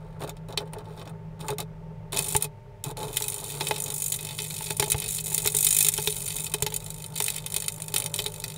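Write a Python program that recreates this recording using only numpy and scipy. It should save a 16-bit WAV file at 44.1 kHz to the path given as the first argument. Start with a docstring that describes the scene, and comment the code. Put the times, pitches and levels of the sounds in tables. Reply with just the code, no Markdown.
"""A mains arc in a carbon gap inside a small closed test box, over fan hum, mains hum and room noise.
From 0 s: weak, broken spells of two strikes per mains cycle; discharge noise rings gap and box.
From 2.1 s: stronger, nearly continuous burning; flashes crack, thumps knock and push the lid, gas roars.
From 2.4 s: the fan, a set of sine orders, slows, then regains most of its speed by 4.8 s.
From 7.7 s: a faint wavering sine joins for under a second while the arc burns on."""
import sys
import numpy as np
from scipy import signal
from scipy.fft import rfft, irfft
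from scipy.io import wavfile

SR = 44100
rng = np.random.default_rng(int(sys.argv[2]) if len(sys.argv) > 2 else 0)


def generate_wav(sig):
    """Save sig (samples, or channels by samples) to the path in sys.argv[1] as 16-bit PCM at SR."""
    pcm = np.round(np.clip(np.atleast_2d(sig).T, -1, 1) * 32767).astype(np.int16)
    wavfile.write(sys.argv[1], SR, pcm)


N = 377937
TIME_S = np.arange(N) / SR

# room noise spectrum, relative: f/Hz, level/dB
ROOM_SPECTRUM = [(15, -6), (48, 8), (79, -41), (105, -1.5), (160, 6), (200, -21.5), (300, -58), (420, -9),
                 (614, -15), (741, -24.5), (930, -35), (1050, -32), (2000, -22.5), (4000, -35),
                 (15500, -47.5)]
# fan motor: t/s, speed/(turns/s), first order level/dB, fourth order reference level/dB
FAN_COURSE = [(0, 40, -51, -45), (1.3, 40, -51, -44.5), (2.4, 40, -52, -44), (2.65, 34, -63.5, -59.5),
              (2.9, 32.5, -47, -52), (3.3, 34, -55, -54), (3.6, 36.5, -62, -41), (4.1, 38, -81, -45.5),
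              (4.8, 39.3, -53, -44.5), (8.57, 39, -56, -46.5)]
# further fan orders: multiple of speed, level/dB re fourth order reference
FAN_ORDER_LEVELS = [(2, -14.5), (4, 4), (5, -18.5), (13, -16.5)]
# even mains lines: multiple of mains frequency, level/dB
MAINS_LINE_LEVELS = [(2, -53), (4, -60), (8, -60.5), (12, -60), (18, -57)]
# faint wavering tone: t/s, f/Hz, level/dB
FAINT_TONE = [(7.68, 560, -80), (7.75, 585, -51), (7.82, 590, -80), (8.0, 585, -53), (8.05, 570, -49),
              (8.16, 580, -49), (8.25, 590, -52), (8.4, 590, -54), (8.46, 590, -82)]
# pressure thumps on the lid: t/s, relative knock level/dB, relative push level/dB
LID_THUMPS = [(0.222, -43, -52), (0.575, -39, -30), (0.736, -43, -43), (1.489, -38.5, -46),
              (2.131, -38.5, -39), (2.35, -28.5, -16.5), (2.978, -71, -45), (3.208, -41.5, -56),
              (3.609, -33.5, -48), (3.71, -27, -39), (4.608, -42.5, -51), (4.705, -37.5, -38),
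              (4.797, -32.5, -23), (4.826, -29, -50), (4.945, -34, -15.5), (5.318, -43.5, -41),
              (5.455, -34.5, -26), (5.545, -41, -47), (5.985, -35, -30), (6.074, -36, -27),
              (6.543, -35, -67), (6.623, -37.5, -21), (6.664, -39.5, -43), (6.722, -44.5, -56),
              (7.204, -34.5, -55), (7.563, -44.5, -59), (7.801, -46, -54), (7.941, -38, -57),
              (8.192, -38.5, -50), (8.259, -43, -52)]
# lid ring: f/Hz, width/Hz, level/dB
LID_RING_MODES = [(420.6, 17.5, 5), (641.4, 34, -11), (863, 34, -2.5), (1200, 67, -44.5)]
# lid flexing: f/Hz, width/Hz, level/dB
LID_FLEX_MODES = [(57, 51, -14), (143, 18.6, 11)]
# rough broad part of the roar: t/s, level/dB re lid ring
BROAD_ROAR_COURSE = [(0, -6.5), (2, -10), (3, -12), (3.6, -10), (5, -17), (6.5, -7.5), (8.57, -10.5)]
# modes of the broad roar: f/Hz, width/Hz, level/dB
BROAD_ROAR_MODES = [(323, 23, -6), (491, 190, 6), (1028, 130, -14)]
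# steady burning: start t/s, end t/s, first strike level/dB, second strike level/dB (both relative),
# body level/dB re sizzle, relative gas roar level/dB
BURNING_SPELLS = [(0.0, 0.17, -64, -72.5, 5, -54), (0.184, 0.2, -51, -49, 4, -56),
                  (0.202, 0.244, -42, -40, -1, -20), (0.257, 0.311, -59, -38.5, 4, -31),
                  (0.484, 0.543, -44, -58, -1, -27.5), (0.57, 0.632, -62, -50, 4, -28),
                  (0.652, 0.68, -68, -56, 5, -40), (0.723, 0.819, -63, -70, 13, -33),
                  (0.834, 0.967, -60, -60, 5.5, -41.5), (0.963, 1.03, -49.5, -50, 4.5, -32.5),
                  (1.047, 1.109, -63, -48.5, 5.5, -33.5), (1.391, 1.48, -44, -47, 1.5, -30.5),
                  (1.48, 1.533, -48, -44.5, 3.5, -21), (1.583, 1.624, -45.5, -46, 1.5, -23.5),
                  (2.121, 2.203, -23, -29, -2.5, -19.5), (2.203, 2.37, -21.5, -27, -7.5, -35.5),
                  (2.365, 2.401, -45, -42, -2.5, -37), (2.407, 2.461, -21.5, -36, 0, -27.5),
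                  (2.842, 2.92, -35.5, -38, -2.5, -26), (2.963, 3.073, -38, -36.5, 0, -22),
                  (3.066, 3.136, -37, -38.5, -2, -27), (3.12, 3.419, -27.5, -33, -6.5, -33),
                  (3.421, 3.788, -30.5, -32, -4, -31), (3.75, 3.933, -26.5, -42.5, -2, -30.5),
                  (3.935, 4.21, -19, -33, -12, -48), (4.179, 4.365, -40.5, -28, -1.5, -35.5),
                  (4.364, 4.738, -28, -30, -5, -43), (4.75, 4.79, -37, -22, -7.5, -45),
                  (4.784, 4.895, -24.5, -41, -4, -26.5), (4.89, 4.933, -24, -24, -11, -46),
                  (4.94, 5.08, -27, -37, -1, -32.5), (5.069, 5.219, -22.5, -23, -10, -65),
                  (5.227, 5.533, -23.5, -26.5, -9.5, -37.5), (5.526, 5.886, -26, -11, -9.5, -50),
                  (5.917, 6.46, -25, -25.5, -7.5, -45.5), (6.47, 6.53, -31.5, -61, -6.5, -52),
                  (6.524, 6.777, -49, -33.5, -2.5, -47), (6.786, 7.08, -43.5, -34, -7.5, -56),
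                  (7.08, 7.135, -50, -42, -5, -44), (7.142, 7.182, -26, -24.5, -3, -43),
                  (7.191, 7.31, -34, -19.5, -6, -45), (7.307, 7.382, -36.5, -30, 0, -42),
                  (7.394, 7.493, -50, -36.5, -2.5, -47), (7.49, 7.697, -45, -24.5, -5, -46),
                  (7.712, 7.921, -45, -33.5, -9, -49), (7.953, 8.08, -48, -23.5, -2.5, -35.5),
                  (8.074, 8.15, -40, -45, -7, -37), (8.14, 8.287, -49, -26, -4.5, -39),
                  (8.28, 8.57, -45, -35, -5.5, -45)]
# breakdown instants: t/s, first strike/(mains cycle), second strike/(mains cycle)
STRIKE_TIMING = [(1, .22, .74), (2.2, .22, .56), (3.5, .17, .67), (4.2, .23, .65), (5.4, .27, .62),
                 (5.8, .22, .62), (6.3, .2, .54), (7, .2, .515)]
# share of a strike that snaps rather than swells: t/s, first strike/1, second strike/1
SNAP_SHARES = [(0, 0.13, 0.22), (3, 0.32, .3), (4, 0.23, 0.51), (5.7, 0.18, 0.2), (6.3, .3, 0.6),
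               (7, 0.079, 0.78), (8.57, .1, 1)]
# flashes: t/s, relative sizzle level/dB, relative body level/dB
FLASH_EVENTS = [(0.2933, -21.5, -36.0), (0.3671, -41, -44), (0.5245, -38.0, -39), (0.5741, -15.5, -16),
                (0.5889, -41, -51), (0.6044, -32, -43.0), (0.7328, -28, -51), (0.784, -35, -41.5),
                (0.994, -36, -41), (1.0143, -52, -38.5), (1.4093, -34.5, -38), (1.4824, -15.5, -29.5),
                (1.503, -19.5, -31), (1.5832, -15.5, -29), (1.6014, -15.5, -27), (2.1214, -27.5, -37),
                (2.1709, -14, -24), (2.189, -9, -23), (2.349, -18, -24.5), (2.3632, -1.5, -25),
                (2.423, -5.5, -26.5), (2.8392, -17.5, -32), (2.9697, -24, -31.5), (3.029, -20, -31.5),
                (3.1688, -4, -18), (3.221, -7, -28), (3.2394, -13, -29.5), (3.2813, -6, -29),
                (3.3, -16.0, -45), (3.3417, -14, -34), (3.608, -18, -18), (3.6686, -15, -22),
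                (3.6852, -12, -31), (3.7093, -18, -20.5), (3.8008, -10.5, -39), (3.8206, -18, -42),
                (3.8387, -12.0, -45), (3.9017, -13, -29.5), (4.3875, -21, -20), (4.419, -11, -36.0),
                (4.5062, -18.0, -31), (4.5649, -17.5, -42), (4.705, -14, -24), (4.797, -4.5, -17),
                (4.8257, -14.5, -24), (4.8999, -3.5, -25.5), (4.918, -1.5, -18.5), (5, -16, -45),
                (5.1842, -17.5, -26), (5.345, -6.5, -27.5), (5.3786, -7, -22.5), (5.4589, -5.5, -25),
                (5.473, -4.5, -15.5), (5.548, -7, -29), (5.8265, 0, -39), (5.8654, -9, -22),
                (5.9371, -7.5, -26.5), (5.957, -21, -46), (5.977, -10, -23), (6.0732, -4.5, -16),
                (6.3643, -12, -36), (6.4647, -13, -27.5), (6.5381, -5.5, -20.5), (6.6225, -4.5, -19.5),
                (6.664, -10, -19.5), (6.7404, -11, -33), (6.7615, -8.5, -31), (6.903, -16, -35),
                (7.201, -12, -23), (7.262, -12, -31), (7.3617, -13.5, -32), (7.4612, -15, -25.5),
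                (7.563, -7.5, -20.5), (7.601, -15, -34), (7.6614, -27, -46), (7.681, -16.0, -26.5),
                (7.8197, -16, -38), (7.8809, -18, -31), (7.94, -6.5, -26), (7.9609, -5.5, -13.5),
                (7.981, -7, -31), (8.1401, -10.5, -26.5), (8.1886, -12, -20), (8.2613, -13, -25.5),
                (8.4391, -12, -24)]
# warming of the gap: t/s, share of hot gap modes/1
HOT_SHARE = [(1.2, 0.43), (2.2, 0.67), (3.2, 0.64)]
# hot gap: f/Hz, width/Hz, level/dB
HOT_GAP_MODES = [(6910, 250, -6.5), (7250, 120, 2), (7790, 430, -3), (8770, 470, -2), (9500, 358, 6),
                 (15400, 700, -15.5), (11500, 380, -8.5), (13500, 400, -14)]
# cold narrow gap: f/Hz, width/Hz, level/dB
COLD_GAP_MODES = [(6910, 210, -5), (8825, 640, 3.5), (12100, 180, -4.5), (14800, 510, -13.5)]
# box walls: f/Hz, width/Hz, level/dB
BOX_WALL_MODES = [(2057, 73, -11), (2545, 71, -0.5), (3078, 29.5, -2.5), (3583, 160, -2.5), (3973, 108, -4),
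                  (4656, 172, -6), (5325, 69, -13), (5870, 100, -10)]

ROOM_DB, MAINS_HZ, CUTOFF_HZ = -47.5, 50.06, 16100
DRONE_HZ, DRONE_DB = 110.6, -46.5
IDLE_ROAR_DB, IDLE_FAN_SHARE = -40.5, 0.25   # relative roar with the gap out; share of the fan's dB swing
ROAR_LAG_S, STRIKE_TAP_DB = 0.005, -1.5   # tap on the lid re strike body
EMBER_FROM_S, EMBER_DB = 2.98, -44   # faint relative strikes between spells once glowing
STRIKE_JITTER_S, FLASH_GUARD_S = 0.0003, 0.004
OUT_DB = -150   # marks the gap as out


def amp(db):
    """Level in dB to amplitude ratio."""
    return 10 ** (np.asarray(db) / 20)


def rms_one(x):
    """Scale to unit rms."""
    return x / np.sqrt(np.mean(x ** 2) + 1e-20)


def in_time(rows, t_s):
    """Interpolate the columns of a table linearly in time."""
    table_s, *columns = np.transpose(rows)
    return [np.interp(t_s, table_s, c) for c in columns]


def in_spells(t_s):
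    """Columns of the spell burning at each time; OUT_DB between spells."""
    spells = np.array(BURNING_SPELLS)
    latest = spells[np.maximum(np.searchsorted(spells[:, 0], t_s) - 1, 0)]
    burning = (t_s > latest[:, 0]) & (t_s < latest[:, 1])
    return np.where(burning, latest[:, 2:].T, OUT_DB)


def drift(rate_hz):
    """Low-passed chance, unit rms."""
    pole = np.exp(-2 * np.pi * rate_hz / SR)
    noise = rng.standard_normal(N + SR)
    return rms_one(signal.lfilter([1], [1, -2 * pole, pole * pole], noise)[SR:])


def band(x, low_hz, high_hz):
    """Butterworth band-pass."""
    return signal.sosfilt(signal.butter(2, [low_hz, high_hz], "band", fs=SR, output="sos"), x)


def band_twice(x, low_hz, high_hz):
    """Steeper band-pass: two in series."""
    return band(band(x, low_hz, high_hz), low_hz, high_hz)


def resonate(x, modes):
    """Parallel two-pole resonances, signs alternating."""
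    out = 0
    for k, (f_hz, width_hz, db) in enumerate(modes):
        r = np.exp(-np.pi * width_hz / SR)
        b = amp(db) * (1 - r * r) / 2 * np.array([1, 0, -1])
        a = [1, -2 * r * np.cos(2 * np.pi * f_hz / SR), r * r]
        out = out + (-1) ** k * signal.lfilter(b, a, x + 1e-18)
    return out


def bursts(times_s, level_db, rise_s, fall_s):
    """Envelope: a rounded swell and an exponential fall at each time."""
    clicks = np.zeros(N)
    np.add.at(clicks, np.clip((times_s * SR).astype(int), 0, N - 1), amp(level_db))
    rise, fall = np.exp(-2 / (rise_s * SR)), np.exp(-1 / (fall_s * SR))
    falling = signal.lfilter([1], [1, -fall], clicks + 1e-18)
    return signal.lfilter([(1 - rise) ** 2], [1, -2 * rise, rise ** 2], falling)


def discharges(spread_db):
    """Dense micro-discharges of uneven size and sign, unit rms."""
    noise = rng.standard_normal(N)
    sizes = amp(spread_db * np.minimum(rng.exponential(1, N), 5))
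    return rms_one(noise * sizes)


def room():
    """Steady noise, shaped in frequency by the room spectrum."""
    f_hz, db = np.transpose(ROOM_SPECTRUM)
    bins_hz = np.arange(N // 2 + 1) * SR / N
    shape = amp(np.interp(np.log(bins_hz + 1), np.log(f_hz), db))
    return amp(ROOM_DB) * rms_one(irfft(rfft(rng.standard_normal(N)) * shape, N))


def mains_hum():
    """Even mains multiples, each slowly wavering in level."""
    out = 0
    for multiple, db in MAINS_LINE_LEVELS:
        out = out + amp(db + 1.1 * drift(3)) * np.sin(2 * np.pi * multiple * MAINS_HZ * TIME_S)
    return np.sqrt(2) * out


def drone():
    """Continuous sine in the room, wavering in level and phase."""
    level = amp(DRONE_DB + 2.0 * drift(7.1))
    return np.sqrt(2) * level * np.sin(2 * np.pi * DRONE_HZ * TIME_S + 1.3 * drift(9.4))


def faint_tone():
    """Sine that follows the wavering pitch and level of its table."""
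    f_hz, db = in_time(FAINT_TONE, TIME_S)
    return np.sqrt(2) * amp(db) * np.sin(2 * np.pi * np.cumsum(f_hz) / SR)


def fan():
    """Sine orders locked to the fan speed; those above the first waver in level."""
    turns_per_s, first_db, fourth_db = in_time(FAN_COURSE, TIME_S)
    angle = 2 * np.pi * np.cumsum(turns_per_s) / SR
    out = amp(first_db) * np.sin(angle)
    for order, db in FAN_ORDER_LEVELS:
        level = amp(db + fourth_db + 2.3 * drift(26.0))
        out = out + level * np.sin(order * angle + rng.uniform(0, 2 * np.pi))
    return np.sqrt(2) * out


def gas_roar():
    """Turbulent gas noise: follows the burning spells with a lag, over idle air that follows the fan."""
    fan_db = in_time(FAN_COURSE, TIME_S)[2]
    idle = amp(IDLE_ROAR_DB + IDLE_FAN_SHARE * (fan_db - fan_db.mean()))
    drive = amp(in_spells(TIME_S)[3]) + idle
    keep = np.exp(-1 / (ROAR_LAG_S * SR))
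    lagged = signal.lfilter([1 - keep], [1, -keep], drive)
    flow = discharges(spread_db=1.5) * lagged * amp(2.5 * drift(49) + 16.5)
    return amp(-7.0) * band(flow, 84, 1200)


def lid_knock(body):
    """Thumps hit the lid with a click and a noise burst; strikes tap it."""
    t_s, knock_db, _ = np.transpose(LID_THUMPS)
    click = np.diff(bursts(t_s, knock_db + 38.5, 0.000067, 0.00022), prepend=0) * 10
    rough = bursts(t_s, knock_db + 36.0, 0.0013, 0.0045) + amp(STRIKE_TAP_DB) * body
    return click + rough * rng.standard_normal(N)


def lid(body):
    """Knocks and roar ring the lid modes; pressure pushes and roar flex it."""
    knock = lid_knock(body)
    flow = gas_roar()
    t_s, _, push_db = np.transpose(LID_THUMPS)
    push = -bursts(t_s, push_db + 19.0, 0.0046, 0.0045)
    ring = resonate(knock + flow, LID_RING_MODES)
    broad = band_twice(flow + 0.22 * knock, 270, 1390) + resonate(flow, BROAD_ROAR_MODES)
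    broad_db, = in_time(BROAD_ROAR_COURSE, TIME_S)
    clatter = amp(-22) * band(knock, 690, 3200)
    flex = resonate(push + amp(-7.0) * flow, LID_FLEX_MODES)
    return ring + amp(broad_db) * broad + clatter + flex


def strikes():
    """Envelopes of sizzle and body: two uneven breakdowns per mains cycle, plus flashes."""
    cycles = np.arange(int(N / SR * MAINS_HZ))
    flash_s, flash_db, flash_body_db = np.transpose(FLASH_EVENTS)
    sizzle = bursts(flash_s, flash_db + 1.5, 0.00091, 0.00096)
    body = bursts(flash_s, flash_body_db + 10.5, 0.0001, 0.0029)
    snap_shares = in_time(SNAP_SHARES, TIME_S)
    for k, phase in enumerate(in_time(STRIKE_TIMING, cycles / MAINS_HZ)):
        chance = np.clip(rng.standard_normal((len(cycles), 3)), -1.6, 1.6)
        t_s = (cycles + phase) / MAINS_HZ + STRIKE_JITTER_S * chance[:, 0]
        levels = in_spells(t_s)
        ember = (levels[k] == OUT_DB) & (t_s > EMBER_FROM_S)
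        levels[k, ember], levels[2, ember] = EMBER_DB, 0
        # a flash takes the place of the strike
        spent = np.abs(t_s[:, None] - flash_s).min(axis=1) < FLASH_GUARD_S
        db = levels[k] + 2.5 * chance[:, 1] - 15 * spent
        body_db = db + 10.0 + levels[2] + 3.04 * chance[:, 2]
        snap = snap_shares[k]
        sizzle = sizzle + (1 - snap) * bursts(t_s, db + 6.5, 0.0021, 0.002)
        sizzle = sizzle + snap * bursts(t_s, db + 8.0, 0.00032, 0.0012)
        body = body + (1 - snap) * bursts(t_s, body_db, 0.0024, 0.0025)
        body = body + snap * bursts(t_s, body_db + 3.0, 0.0001, 0.0015)
    return sizzle, body


def in_box(envelope, t60_s, tail_db):
    """Discharges under the envelope, then diffuse box reflections as dying noise."""
    keep = amp(-120 / (t60_s * SR))   # energy decay per sample
    tail = np.sqrt(signal.lfilter([1 - keep], [1, -keep], envelope ** 2))
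    return envelope * discharges(spread_db=4.0) + amp(tail_db) * tail * rng.standard_normal(N)


def box_echo(x, t60_s, level_db):
    """Unchanging dense reflections from lid and walls, which comb the spectrum finely."""
    t_s = np.arange(int(.1 * SR)) / SR
    tail = rng.standard_normal(len(t_s)) * amp(-60 * t_s / t60_s)
    tail = tail / np.sqrt(np.sum(tail ** 2))
    return x + amp(level_db) * signal.fftconvolve(x, tail)[:N]


def arc(sizzle_envelope, body_envelope):
    """Discharge bursts ring gap and box, with a broad part between the modes."""
    sizzle = in_box(sizzle_envelope, t60_s=0.05, tail_db=-14)
    body = in_box(body_envelope, t60_s=0.054, tail_db=-8)
    hot, = in_time(HOT_SHARE, TIME_S)
    gap = resonate(hot * sizzle, HOT_GAP_MODES) + resonate((1 - hot) * sizzle, COLD_GAP_MODES)
    gap = gap + amp(-15) * band_twice(sizzle, 4950, 16000)
    box = resonate(body, BOX_WALL_MODES) + amp(-17.5) * band(body, 1190, 7800)
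    return box_echo(amp(9.5) * (gap + box), t60_s=0.052, level_db=-4.0)


def scene():
    """All sources at one microphone."""
    sizzle, body = strikes()
    inside = arc(sizzle, body) + lid(body)
    return (inside + drone() + fan() + mains_hum() + faint_tone() + room())[None]


def record(dry):
    """Round the peaks, cut the top."""
    rounded = 1.26 * np.tanh(dry / 1.796)
    return signal.sosfilt(signal.cheby2(24, 70, CUTOFF_HZ, fs=SR, output="sos"), rounded)


dry = scene()
out = record(dry)
generate_wav(out)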